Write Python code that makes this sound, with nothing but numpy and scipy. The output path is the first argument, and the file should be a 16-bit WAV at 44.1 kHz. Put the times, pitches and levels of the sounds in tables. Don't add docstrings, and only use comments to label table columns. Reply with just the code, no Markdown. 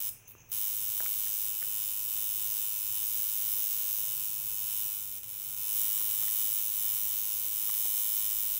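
import sys
import numpy as np
from scipy import signal
from scipy.fft import rfft, irfft, next_fast_len
from scipy.io import wavfile
from scipy.ndimage import map_coordinates

SR = 44100
rng = np.random.default_rng(int(sys.argv[2]) if len(sys.argv) > 2 else 0)


def waveform_to_disk(signal):
    frames = np.transpose(np.atleast_2d(signal))
    scaled = np.clip(frames, -1, 1) * 32767
    samples = np.round(scaled).astype(np.int16)
    wavfile.write(sys.argv[1], SR, samples)


def voltage_ratio(decibels):
    exponent = np.asarray(decibels, float) / 20
    return 10 ** exponent


N = 378819
TIME = np.arange(N) / SR


def unit(x):
    return x / np.sqrt(np.mean(x ** 2) + 1e-20)


def along(points, hz):
    f, v = np.transpose(points)
    return np.interp(np.log(hz + 1), np.log(f + 1), v)


def curves(rows):
    s, *cols = np.transpose(rows)
    return [np.interp(TIME, s, c) for c in cols]


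def wobble(rate):
    return map_coordinates(rng.standard_normal(int(N * rate / SR) + 4), [TIME * rate])


def filtered(x, response):
    m = next_fast_len(N + SR // 2)
    return irfft(rfft(x, m) * response(np.fft.rfftfreq(m, 1 / SR)), m)[:N]


def modes(table, flip=-1):
    def response(f):
        total = 0
        for k, (hz, width, db) in enumerate(table):
            total = total + flip ** k * voltage_ratio(db) * 1j * f * width / (hz * hz - f * f + 1j * f * width)
        return total
    return response


def small(f, edge_hz, order):
    return (1j * f / (edge_hz + 1j * f)) ** order


def noise(response):
    return unit(filtered(rng.standard_normal(N), response))


def pulses(times, sizes):
    at = np.clip(times * SR, 8, N - 9)
    taps = np.floor(at)[:, None] + np.arange(-7, 9)
    gap = taps - at[:, None]
    shape = np.sinc(gap) * np.cos(np.pi * gap / 16) ** 2
    return np.bincount(taps.astype(int).ravel(), (sizes[:, None] * shape).ravel(), N)


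def armature():
    # start_s, strength_db, strokes_per_s
    pull = [(0.53, -33, 104.9), (0.64, -32, 105.1), (0.8, -34, 104.4), (1.47, -32, 104.7),
            (1.52, -34, 104.1), (2.55, -32, 104.5), (2.82, -34, 103.5), (2.93, -33, 104.3),
            (3.69, -32, 104.8), (4.41, -35, 103.6), (4.8, -33, 104.2), (5.18, -39, 101.9),
            (5.22, -45, 100.7), (5.29, -40, 102.1), (5.51, -38, 102.2), (5.78, -30, 105.1),
            (7.2, -33, 104.7), (8.59, -31, 105.1)]
    # on_s, off_s, strength_db
    switch = [(0, .097, -1), (.275, .322, -16), (.49, .516, -15), (.5168, 5.04, 0), (5.04, 5.12, -1.5),
              (5.12, 5.19, 0), (5.19, 5.23, -4), (5.23, 5.245, 4), (5.245, 5.28, -1), (5.28, 5.554, 0),
              (5.554, 5.563, -6), (5.563, 8.6, 0)]
    first_slam_s = .5172
    strength_db, speed = curves(pull)
    tremor_db = .6 * wobble(6)
    strength_db = strength_db + tremor_db
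    turns = np.cumsum(speed + .3 * tremor_db + 0.1515 * wobble(25)) / SR
    turns += -turns[round(first_slam_s * SR)] % 1
    body_gain, chatter_gain = np.zeros(N), np.zeros(N)
    for on, off, current_db in switch:
        live = (TIME >= on) & (TIME < off)
        body_gain += live * voltage_ratio(strength_db - 18.5 + 1.3 * current_db)
        chatter_gain += live * voltage_ratio(strength_db + current_db)
    return turns, body_gain, chatter_gain


def travel_time():
    spread_ms = 1.201
    late = rng.random(40) * spread_ms / 1000

    def response(f):
        delay = np.interp(f, np.linspace(0, SR / 2, len(late)), late)
        return np.exp(-2j * np.pi * np.cumsum(delay) * f[1])
    return response


def slammed_body(turns, gain, travel):
    # pitch_hz, width_hz, level_db
    body_tones = [(441, 200, -19), (1025, 92, -8), (1405, 146, -10), (1772, 91, -20), (1998, 147, -17),
                  (2354, 143, -10), (2590, 56, -7), (2817, 42, -7), (3000, 78, 2), (3345, 278, -12),
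                  (3606, 80, -3), (3901, 80, -9), (4351, 52, -8), (4890, 254, -15)]
    count = np.arange(1, int(turns[-1]))
    chance = rng.standard_normal((len(count), 2))
    times = np.interp(count, turns, TIME) + .009 * chance[:, 0] / 1000
    slams = pulses(times, voltage_ratio(.8 * chance[:, 1]))
    body_lags = 2.285
    return filtered(unit(slams) * gain * voltage_ratio(18.0),
                    lambda f: modes(body_tones, flip=1)(f) * small(f, 554, order=2) * travel(f) ** body_lags)


def contact_chatter(turns, gain, travel):
    # share_of_stroke, ring_db, sizzle_db, scatter_ms
    contacts = [(.0, 9.5, -2.5, 0.01), (.1, -4, -4, .015), (0.209, 6, -4, 0.018), (0.319, 2, -22, 0.025),
                (0.522, -38, 11, 0.033), (0.922, -17, -2, 0.038)]
    # pitch_hz, width_hz, level_db
    frame_tones = [(5170, 625, -3), (5969, 396, 1), (6507, 179, 4), (7154, 226, 1), (7669, 242, 2),
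                   (7993, 231, 5), (8396, 683, 1), (9682, 939, -1), (10425, 282, 3), (11017, 204, 7),
                   (11930, 347, 5), (12461, 362, 4), (13493, 550, 4), (14468, 295, 9), (14854, 241, 12),
                   (15576, 365, 12)]
    # pitch_hz, level_db
    sizzle_colour = [(300, -30), (1000, 8), (2500, 25), (3500, 34.5), (4500, 12), (6000, -7), (10000, 0.5),
                     (15700, 3.5)]
    # start_s, end_s
    flutter = (.2, .516)
    burst_ms, steady_sizzle = 0.87, 0.53
    count = np.arange(1, int(turns[-1]))
    taps, sparks = np.zeros(N), np.zeros(N)
    for share, ring_db, sizzle_db, scatter_ms in contacts:
        chance = rng.standard_normal((len(count), 3))
        drift = .006 * wobble(2.5) * (share > 0)
        times = np.interp(count + share, turns + drift, TIME) + scatter_ms * chance[:, 0] / 1000
        taps += pulses(times, voltage_ratio(ring_db + 0.27 * chance[:, 1]))
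        sparks += pulses(times, voltage_ratio(sizzle_db + 0.6 * chance[:, 2]))
    burst = np.exp(-TIME[:SR // 100] * 1000 / burst_ms)
    sparks = unit(np.abs(signal.fftconvolve(sparks, burst)[:N])) + steady_sizzle

    def steel(f):
        return modes(frame_tones)(f) * small(f, 4000, order=4)

    frame = filtered(unit(taps) * gain * voltage_ratio(0.5), lambda f: steel(f) * travel(f))
    sizzle = filtered(unit(sparks * rng.standard_normal(N)) * gain * voltage_ratio(-8.5),
                      lambda f: steel(f) * voltage_ratio(along(sizzle_colour, f)))
    weak = (TIME > flutter[0]) & (TIME < flutter[1])
    spring = filtered(weak * (frame + sizzle), lambda f: small(f, 11000, order=3))
    return ~weak * (frame + sizzle) + voltage_ratio(4) * spring


def machine():
    turns, body_gain, chatter_gain = armature()
    travel = travel_time()
    return slammed_body(turns, body_gain, travel), contact_chatter(turns, chatter_gain, travel)


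def thinned(x):
    # before_slide_hz, after_slide_hz, width_hz, depth_0_to_1
    dead_spots = [(4260, 4250, 110, .97), (4660, 4870, 190, .99), (1650, 1580, 80, .8)]
    # start_s, end_s
    slide_span = (5.6, 6.2)

    def dip(f, end):
        return np.prod([1 - row[3] * modes([(row[end], row[2], 0)])(f) for row in dead_spots], axis=0)

    slid = np.interp(TIME, slide_span, (0, 1))
    return (1 - slid) * filtered(x, lambda f: dip(f, 0)) + slid * filtered(x, lambda f: dip(f, 1))


def crackles():
    # start_s, peak_db, low_hz, high_hz, high_against_low_db
    folds = [(0.351, -48.5, 430, 1150, -3), (.392, -57, 945, 1590, -8), (1.003, -40.5, 870, 1560, 3),
             (1.007, -39.5, 630, 804, -10), (1.026, -52, 500, 950, 3), (1.04, -52, 450, 800, 3),
             (1.061, -36, 1500, 2200, 0.5), (1.268, -48, 1800, 2120, 4), (1.624, -42, 1420, 1910, 3.5),
             (1.628, -46.5, 550, 1530, 5), (6.012, -48, 463, 1180, 3), (6.231, -47.5, 880, 1510, 5),
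             (6.281, -46, 1224, 1920, 2), (7.688, -43, 1120, 1800, -10), (7.698, -38.5, 1190, 1930, -2),
             (7.749, -47, 1920, 2340, 1), (7.851, -49.5, 453, 1300, -3), (7.854, -47, 505, 800, -2)]
    fade_s, rise_s = 0.0093, 0.0008
    out, t = np.zeros(N + SR), TIME[:SR // 20]
    swell = voltage_ratio(-60 * t / fade_s) * (1 - np.exp(-t / rise_s))

    def tone(hz):
        return np.sin(2 * np.pi * hz * t)

    for s, db, low_hz, high_hz, high_db in folds:
        side = np.exp(0.15 * rng.standard_normal((2, 5, 1)))
        low = tone(low_hz) + 0.27 * tone(low_hz * side[0]).sum(axis=0)
        high = tone(high_hz) + 0.48 * tone(high_hz * side[1]).sum(axis=0)
        out[round(s * SR):][:len(t)] += voltage_ratio(db + 4.0) * swell * (low + voltage_ratio(high_db) * high)
    return out[:N]


def room(x):
    # pitch_hz, fade_s
    fade_times = [(200, 0.4), (2000, 0.3), (8000, 0.36), (12000, .3), (16000, 0.22)]
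    hz, t, z = signal.stft(rng.standard_normal(SR // 2), SR, nperseg=256)
    tail = signal.istft(z * voltage_ratio(-60 * t / along(fade_times, hz)[:, None]), SR, nperseg=256)[1]
    return signal.fftconvolve(np.pad(x, (200, 0)), tail / np.linalg.norm(tail))[:N]


def crickets():
    # start_s, peak_db
    near_chirps = [(0.2508, -55), (0.2718, -53), (0.379, -56), (0.4015, -53), (.508, -56)]
    # pitch_hz, width_hz, level_db (rms)
    far_chorus = [(2580, 640, -67.5), (6200, 1600, -80)]
    swell = np.zeros(N)
    for s, db in near_chirps:
        since = TIME - s - .004
        swell += voltage_ratio(db) * np.exp(-np.abs(since) / np.where(since > 0, .014, .0025))
    out = voltage_ratio(-4) * swell * noise(lambda f: modes([(6350, 500, 0)])(f) ** 2)
    for hz, width, db in far_chorus:
        out += voltage_ratio(db + wobble(13)) * noise(lambda f: modes([(hz, width, 0)])(f) ** 2)
    return out


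def background():
    # pitch_hz, level_db (per Hz)
    air_colour = [(12, -1), (20, -3), (130, -2), (291, -11.5), (430, -9.5), (653, -14), (913, -13.5),
                  (1690, -16), (2490, -19.5), (4480, -36), (6250, -8.5), (8270, -30), (15700, -17.5)]
    # peak_s, rise_s, fall_s, level_db
    handling = (8.23, 0.037, .8, 13.6)
    # pitch_hz, unsteadiness_hz, level_db (rms)
    hum_tones = [(103.9, 11.3, -66.5), (118.3, 2.3, -72), (233.5, 2.1, -81)]
    air = voltage_ratio(-59.5 - 2.0 + 0.93 * wobble(11)) * noise(lambda f: voltage_ratio(along(air_colour, f)))
    s, rise, fall, db = handling
    swell_db = db * np.exp(-np.abs(TIME - s) / np.where(TIME > s, fall, rise))
    rumble = voltage_ratio(-73 - wobble(4) + swell_db) * noise(lambda f: modes([(24, 40, 0)])(f) ** 2)
    hum = np.zeros(N)
    for hz, width, db in hum_tones:
        hum += voltage_ratio(db) * unit(np.sin(2 * np.pi * hz * TIME) + .7 * noise(modes([(hz, width, 0)])))
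    return air + rumble + hum


def scene():
    body, chatter = machine()
    glove = crackles()
    wet = room(voltage_ratio(-12) * body + voltage_ratio(-5) * chatter + voltage_ratio(-12) * glove)
    return (thinned(body + chatter + wet) + glove + crickets() + background())[None]


def top_cut(x):
    return signal.sosfilt(signal.butter(12, 16970, fs=SR, output="sos"), x)


def record(dry):
    top_hz = 15740
    mix = filtered(dry[0], lambda f: f < top_hz)[None]
    return top_cut(mix)


dry = scene()
out = record(dry)
waveform_to_disk(out)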